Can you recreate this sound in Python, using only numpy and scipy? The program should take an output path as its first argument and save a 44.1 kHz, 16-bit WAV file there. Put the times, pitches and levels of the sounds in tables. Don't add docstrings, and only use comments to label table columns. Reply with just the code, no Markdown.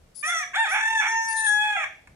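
import sys
import numpy as np
from scipy import signal
from scipy.fft import rfft, irfft, next_fast_len
from scipy.io import wavfile
from scipy.ndimage import uniform_filter1d, map_coordinates

SR = 44100
rng = np.random.default_rng(int(sys.argv[2]) if len(sys.argv) > 2 else 0)


def boost(x):
    u = np.asarray(x, float) / 20
    return 10 ** u


def persist_wave(psi):
    counts = np.round(np.clip(psi, -1, 1) * 32767).astype(np.int16)
    wavfile.write(sys.argv[1], SR, np.atleast_2d(counts).T)


N = 94815

# frequency in Hz, level in dB per Hz.
AIR_COLOUR = [(15, -48), (25, -2), (144, -2), (300, -4.5), (600, -3), (1000, -10), (3500, -17),
              (15500, -23.5)]
# frequency in Hz, likeness 0-1.
AIR_ALIKE = [(40, .998), (90, .992), (180, .92), (350, .3), (1000, .1)]
# time in seconds, wind level in dB.
WIND_SWELL = [
    (0, 13.5),
    (.2, 1),
    (1.2, 3.5),
    (1.55, 8.5),
    (1.7, 3),
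    (2.0, 5.5),
    (2.1, 15.5),
    (2.15, 14.5),
]
AIR_DB, WIND_TOP_HZ = -61.5, 160

# time in seconds, level in dB.
PECK_TIMES = [
    (0.073, -69),
    (2.073, -46.5),
]
# frequency in Hz, level in dB.
PECK_COLOUR = [(200, -65), (500, -20), (2200, -11), (3000, -34), (9000, -29.5), (15000, -56)]
PECK_T60_S = .05

# start in seconds, length in seconds, level in dB, pitch in Hz, low throat note in Hz.
CHIRPS = [
    (0.144, 0.074, -40.5, 10030, 4870),
    (0.242, 0.064, -37.5, 9640, 5070),
    (0.682, 0.066, -43.5, 10080, 4930),
    (1.275, 0.057, -34.5, 9490, 4745),
    (1.354, 0.061, -29.5, 9340, 3950),
    (1.435, 0.063, -30.5, 9196, 3720),
]
# frequency in Hz, level in dB.
BIRD_BREATH = [(2000, -97.5), (3200, -5.5), (5000, 2.5), (8000, 5), (9500, 16), (10500, -24), (11000, -59)]
RASP_DB, LOW_NOTE_DB = -14, -16.5
TRILL_HZ, TRILL_SWING_HZ, TRILL_DB = 65, 70, 1.5
BUZZ_HZ, GRAIN_DB, CHIRP_RISE_S = 260, 2.5, .012
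SWOOP_HZ, SWOOP_S, HIGH_LATE_S = 900, .005, .008
BIRD_LEFT_DB, BIRD_WET_DB = 7, -3

# time in seconds, pitch in Hz, level in dB, beak opening from -1 to 2.
FIRST_NOTE = [(.226, 568, -39.5, 0.77), (.238, 605.5, -24.5, 0.66), (.275, 650.6, -21, 0.14),
              (.3, 701.2, -20.5, 0.24), (.325, 705.5, -24.5, 0.44), (.342, 668.3, -22, 0.39),
              (.39, 646.3, -21, 0.12), (.42, 600, -25.5, 0.11), (.44, 561.6, -32.5, 1)]
WAVER = [(.532, 508.5, -42.5, 1), (.546, 577.5, -26, 1.07), (.56, 729.7, -22.5, 1.6), (.578, 881, -27, 1.2),
         (.6, 906, -19.5, 1.1), (.635, 896, -23.5, 1.09), (.652, 785, -28.5, 1.24),
         (.668, 628.3, -27.5, 1.77), (.69, 621.5, -25.5, 0.43)]
SURGE = [(.705, 641.4, -24, 0.56), (.72, 764.4, -24.5, 0.27), (.74, 805, -24.5, .6),
         (.76, 881.4, -23.5, 0.74), (.785, 890, -26.5, 0.6)]
MIDDLE = [(.81, 883.4, -26, 0.37), (.84, 880.6, -25.5, 0.42), (.9, 902, -23, 0.34),
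          (.955, 892.2, -25, 0.48), (.98, 873.6, -22.5, 0.1), (1.0, 856, -23, 0.22),
          (1.03, 852.4, -24.5, 0.68), (1.06, 868, -26, 0.64)]
LONG_CALL = [(1.085, 900.5, -24, 0.2), (1.17, 905.2, -24, -.95), (1.3, 896, -25.5, 0.4),
             (1.4, 883.6, -28, 0.07), (1.462, 880, -26.5, 0.5), (1.467, 837.7, -29, 2),
             (1.58, 836.7, -28, 1.5), (1.66, 847.9, -26, 1.26), (1.72, 836.6, -31.5, 1.33)]
DYING = [(1.764, 810, -30, 1.1), (1.765, 690, -26, .8), (1.8, 645, -27, .8), (1.825, 615, -27, .8),
         (1.845, 540, -26, .6), (1.852, 515, -40, .6), (1.86, 510, -30, .8)]
# start in seconds, end in seconds.
VOICED = [
    (0.227, 0.44),
    (0.532, 1.8515),
]
# start in seconds, end in seconds, chaos 0-1, quaver in cycles.
BREAKS = [(.22, .45, .008, .04), (.285, .335, .015, .06), (.53, .575, .1, .05), (.58, .72, .012, .025),
          (.64, .67, .1, .06), (.722, .805, .4, .18), (.8, .96, .012, .014), (1.0, 1.075, .4, .18),
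          (1.07, 1.3, .008, .004), (1.63, 1.76, .02, .014), (1.765, 1.865, .05, .07)]
# start in seconds, end in
# seconds, depth 0-1, lateness in cycles.
HALVING = [
    (0.702, 0.79, 0.57, 0.018),
    (0.81, .93, 0.04, 0.0021),
    (1, 1.078, 0.43, 0.023),
    (1.037, 1.292, 0, 0.0072),
    (1.672, 1.746, 0.26, .004),
]
# start in seconds, end in seconds, rate in Hz, depth 0-1.
FLUTTER = [
    (1.3, 1.48, 71, 0.1),
    (1.625, 1.69, 155, 0.21),
    (.8, .97, 41, 0.41),
    (1.69, 1.76, 40, 0.23),
]
JITTER, CHAOS_JITTER = .002, .3
SHIMMER_DB, CHAOS_DB, CHAOS_GAIN_DB = .2, 2.5, -3.5
BREATH_DB, QUAVER_HZ = -35, 90
ATTACK_S, RELEASE_S = 0.0022, 0.011

# frequency in Hz, width in Hz, level in dB.
THROAT_HELD = [(890, 39, -3.5), (1723, 184, 0), (2582, 380, -11), (3380, 110, -52), (5798, 210, -2),
               (6800, 350, -12), (8800, 760, -33), (12970, 2600, -32)]
THROAT_NARROW = [(880, 70, -16), (1654, 174, 3.5), (2303, 230, -7), (3440, 58, -2.5), (5880, 190, -1),
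                 (6580, 3030, -20), (9970, 550, -30), (13400, 2600, -105)]
THROAT_WIDE = [(760, 103, -2.5), (1571, 302, 2.5), (2287, 246, 4), (3368, 173, -2.5), (6880, 78, -26.5),
               (6920, 230, -16), (9180, 340, -27.5), (11100, 13000, -75)]
THROAT_STRETCHED = [(850, 64, -15.5), (1694, 158, 6.5), (2350, 300, -35), (3460, 225, 6.5),
                    (6020, 400, -15.5), (6630, 56, -5), (7800, 4500, -27), (11624, 2500, -53)]
# frequency in Hz, floor width in Hz, full width in Hz.
POCKETS = [(3100, 150, 336), (4045, 280, 820), (4880, 200, 1420), (11270, 560, 700)]
THROAT_CUT_HZ = 700
# start in seconds, end in seconds, frequency in Hz, share 0-1.
SACS = [
    (.27, .45, 2700, 0.56),
    (0.538, 0.678, 2640, 0.78),
    (1.077, 1.431, 3630, 0.83),
    (1.464, 1.58, 2590, 0.88),
    (1.454, 1.586, 4100, 0.53),
]
SAC_WIDTH_HZ, SAC_CLOSE_S = 316, 0.042

# start in seconds, end in seconds, pitch in Hz, level in dB.
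SECOND_SIDE = [
    (0.26, 0.422, 722.5, -42),
    (1.775, 1.865, 2311, -36),
    (1.755, 1.79, 790, -33),
    (.66, .71, 1800, -38),
]
# start in seconds, end in seconds, pitch in Hz, level in dB.
HEN_COOS = [
    (1.12, 1.2, 318, -66),
    (1.233, 1.37, 351.5, -69),
]

# frequency in Hz, left over right in dB.
PORTS = [(500, 5), (900, -4.5), (1700, 6.5), (2500, -19), (3500, -4.5), (6000, 1), (10000, 10.5),
         (13000, 1.5)]
# time in seconds, left over right in dB.
FACING = [(.2, 0), (.5, 2), (0.799, 0), (1.1, -1), (1.449, 6.5), (1.7, -1.5), (1.9, 3.5)]
LEFT_LAG_S = 0.00012

# frequency in Hz, time to fall by 60 dB in seconds.
YARD_RING = [(300, 1), (1000, 0.21), (2500, 0.42), (6000, 0.36), (12000, 0.29)]
# frequency in Hz, likeness 0-1.
ECHO_ALIKE = [(900, .55), (1500, .2)]
WET_DB, PREDELAY_S, HEAD_TURN_S = -4.5, .012, 0.2623

# frequency in Hz, level in dB.
MASK = [(1000, -23.5), (2500, -37.5), (4500, -18.5), (10000, -26), (15000, -23.5)]
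MASK_UP_DB, MASK_DOWN_DB = 10, 20
# frequency in Hz, level in dB.
MIC = [(9000, 0), (12000, -3.5), (15500, -12)]


def unit(x):
    return x / np.sqrt(np.mean(x ** 2) + 1e-20)


def along(points, hz):
    f, v = np.transpose(points)
    return np.interp(np.log(hz + 1), np.log(f + 1), v)


def gate(t, start, end, rise=0.0185, fall=0.007):
    return np.clip((t - start) / rise, 0, 1) * np.clip((end - t) / fall + 1, 0, 1)


def wobble(rate):
    knots = rng.standard_normal(int(N * rate / SR) + 4)
    return map_coordinates(knots, [np.arange(N) * rate / SR])


def filtered(x, response):
    m = next_fast_len(N + SR // 2)
    return irfft(rfft(x, m) * response(np.fft.rfftfreq(m, 1 / SR)), m)[..., :N]


def resonance(f, centre, width):
    return 1j * f * width / (centre * centre - f * f + 1j * f * width)


def air():
    def mid_side(hz):
        turn = np.arccos(np.clip(along(AIR_ALIKE, hz), -1, 1)) / 2
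        return boost(along(AIR_COLOUR, hz)) * [np.cos(turn), np.sin(turn)]

    mid, side = filtered(rng.standard_normal((2, N)), mid_side)
    pair = unit(np.array([mid + side, mid - side]))
    wind = filtered(pair, lambda hz: 1 / (1 + (hz / WIND_TOP_HZ) ** 4))
    swell_db = np.interp(np.arange(N) / SR, *np.transpose(WIND_SWELL))
    gusts = wind * boost(swell_db + 1.6 * wobble(5.9))
    return (pair - wind + gusts) * boost(AIR_DB)


def pecks():
    t = np.arange(N) / SR
    burst = unit(filtered(rng.standard_normal(N), lambda f: boost(along(PECK_COLOUR, f))))
    return burst * sum(boost(db - 60 * np.abs(t - s) / PECK_T60_S) * (t > s) for s, db in PECK_TIMES)


def bird():
    t, out = np.arange(N) / SR, np.zeros(N)
    rasp = unit(filtered(rng.standard_normal(N), lambda f: boost(along(BIRD_BREATH, f))))
    for s, length, db, hz, low_hz in CHIRPS:
        trill = np.cos(2 * np.pi * TRILL_HZ * (t - s))
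        swoop = SWOOP_HZ * np.exp(-np.abs(t - s - HIGH_LATE_S) / SWOOP_S)
        buzz = BUZZ_HZ * np.abs(wobble(500))
        high_hz = hz + 400 - swoop - 1500 * (t - s) - TRILL_SWING_HZ * trill - buzz
        high = np.sin(2 * np.pi * np.cumsum(high_hz) / SR)
        high *= gate(t, s + HIGH_LATE_S, N, 0.0047) * boost(-TRILL_DB * trill + GRAIN_DB * wobble(400))
        low = np.sin(2 * np.pi * np.cumsum(low_hz + 0.91 * BUZZ_HZ * wobble(700)) / SR)
        low *= boost(LOW_NOTE_DB + GRAIN_DB * wobble(200))
        tone = high + low + boost(RASP_DB) * rasp
        out += boost(db) * tone * gate(t, s, s + length, CHIRP_RISE_S, 0.007)
    return out


def membrane_pulses(cycles):
    t = np.arange(N) / SR
    k = np.arange(1, int(cycles[-1]) - 2)
    at = np.interp(k, cycles, t)
    chance = rng.standard_normal((3 * N // 100, 2))[:len(k)]
    chaos = sum(c * gate(at, a, b) for a, b, c, q in BREAKS)
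    quaver = sum(q * gate(at, a, b) for a, b, c, q in BREAKS)
    quaver = quaver * np.interp(at, t, wobble(QUAVER_HZ))
    every_second = (-1) ** k
    late = every_second * sum(c * gate(at, a, b, 0.04, 0.021) for a, b, d, c in HALVING)
    scatter = (JITTER + CHAOS_JITTER * chaos) * chance[:, 0]
    when = np.interp(k + quaver + late + scatter, cycles, t) * SR

    size = boost((SHIMMER_DB + CHAOS_DB * chaos) * chance[:, 1] + CHAOS_GAIN_DB * chaos)
    size = size * (1 + every_second * sum(d * gate(at, a, b, 0.052, 0.029) for a, b, d, c in HALVING))
    size = size * (1 + sum(d * gate(at, a, b) * np.sin(2 * np.pi * hz * at) for a, b, hz, d in FLUTTER))

    index = np.floor(when)[:, None].astype(int) + np.arange(-15, 17)
    u = index - when[:, None]
    taps = size[:, None] * np.sinc(u) * np.cos(np.pi * u / 32) ** 2
    return unit(np.bincount(np.clip(index, 0, N - 1).ravel(), taps.ravel(), N))


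def throat(x, peaks):
    def response(f):
        r = f / THROAT_CUT_HZ
        cut = (1j * r) ** 2 / (1 - r ** 2 + .8j * r)
        dips = np.prod([(c * c - f * f + 1j * f * v) / (c * c - f * f + 1j * f * w) for c, v, w in POCKETS], axis=0)
        rings = sum((-1) ** k * boost(db) * resonance(f, c, w) for k, (c, w, db) in enumerate(peaks))
        return cut ** 3 * dips * rings

    return filtered(x, response)


def air_sacs(x):
    t = np.arange(N) / SR
    swallowed = 0
    for a, b, hz, share in SACS:
        band = filtered(x, lambda f: resonance(f, hz, SAC_WIDTH_HZ))
        swallowed = swallowed + np.clip(share, 0, 1) * gate(t, a, b, .012, SAC_CLOSE_S) * band
    return x - swallowed


def rooster():
    t = np.arange(N) / SR
    crow = [*FIRST_NOTE, *WAVER, *SURGE, *MIDDLE, *LONG_CALL, *DYING]
    s, *cols = np.transpose(crow)
    pitch, level_db, beak = [np.interp(t, s, c) for c in cols]
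    unsteady = 1 + 0.001745 * wobble(30.31)
    cycles = np.cumsum(uniform_filter1d(pitch, size=100) * unsteady) / SR
    breath = boost(BREATH_DB) * rng.standard_normal(N) * (1 + np.cos(2 * np.pi * cycles))
    source = membrane_pulses(cycles) + breath
    shape = np.clip(beak, -1, 2) + 1
    voice = 0
    for i, peaks in enumerate((THROAT_HELD, THROAT_NARROW, THROAT_WIDE, THROAT_STRETCHED)):
        share = np.clip(1 - np.abs(shape - i), 0, 1)
        voice = voice + share * throat(source, peaks)
    sounding = sum(gate(t, a, b, ATTACK_S, RELEASE_S) for a, b in VOICED)
    return air_sacs(unit(voice)) * boost(level_db) * sounding


def unsteady_tones(notes):
    t, out = np.arange(N) / SR, np.zeros(N)
    for a, b, hz, db in notes:
        tone = np.sin(2 * np.pi * np.cumsum(hz + 12 * wobble(49.57)) / SR)
        out += boost(db + 3.4 * wobble(60)) * gate(t, a, b, 0.013, 0.0069) * tone
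    return out


def second_side():
    return unsteady_tones(SECOND_SIDE)


def hen():
    return unsteady_tones(HEN_COOS)


def ports(x):
    side = np.array([[1], [-1]])

    def response(f):
        return boost(side * along(PORTS, f) / 2) * np.exp(-1j * np.pi * f * side * LEFT_LAG_S)

    facing_db = np.interp(np.arange(N) / SR, *np.transpose(FACING))
    return boost(side * facing_db / 2) * filtered(np.array([x, x]), response)


def yard(x):
    out, t = np.zeros((2, N)), np.arange(N) / SR
    for s in np.arange(0, N / SR + HEAD_TURN_S, HEAD_TURN_S):
        hz, u, z = signal.stft(rng.standard_normal((2, SR // 2)), SR, nperseg=256)
        alike = along(ECHO_ALIKE, hz)[:, None]
        z = np.array([z[0], alike * z[0] + np.sqrt(1 - alike ** 2) * z[1]])
        fade = boost(-60 * u / along(YARD_RING, hz)[:, None])
        tail = signal.istft(z * fade, SR, nperseg=256)[1]
        tail = tail / np.linalg.norm(tail[0])
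        part = x * np.cos(np.pi / 2 * np.clip((t - s) / HEAD_TURN_S, -1, 1))
        delayed = np.pad(part, (int(PREDELAY_S * SR), 0))
        out += signal.fftconvolve(delayed[None], tail, axes=1)[:, :N]
    return out


def scene():
    ground = rooster() + second_side() + hen() + pecks()
    small = bird()
    left = boost([[BIRD_LEFT_DB], [-BIRD_LEFT_DB]])
    echoes = yard(boost(WET_DB) * ground + boost(BIRD_WET_DB) * small)
    return ports(ground) + small * left + echoes + air()


def masked_out(x):
    hz, _, z = signal.stft(x, SR, nperseg=2048)
    bark = 13 * np.arctan(hz / 1316) + 3.5 * np.arctan((hz / 7500) ** 2)
    band = (bark * 2 + hz / 500).astype(int)
    member = band == np.arange(band.max() + 1)[:, None]
    count = member.sum(1)
    centre, centre_hz = member @ bark / count, member @ hz / count
    level = (member @ np.mean(np.abs(z) ** 2, axis=0) / count[:, None]) ** .5
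    step = centre[:, None] - centre
    spread = boost(-np.where(step > 0, MASK_UP_DB * step, -MASK_DOWN_DB * step))
    neighbours = (spread ** 2 @ level ** 2) ** .5
    chance_db = 3.5 * uniform_filter1d(rng.standard_normal(level.shape), size=2)
    mask = boost(along(MASK, centre_hz)[:, None] + chance_db) * neighbours
    return signal.istft(z * (level > mask)[band], SR, nperseg=2048)[1][:, :N]


def band_limit(x):
    return signal.sosfilt(signal.butter(12, 15670, fs=SR, output="sos"), x)


def record(dry):
    heard = filtered(dry, lambda f: boost(along(MIC, f)))
    return band_limit(masked_out(heard))


dry = scene()
out = record(dry)
persist_wave(out)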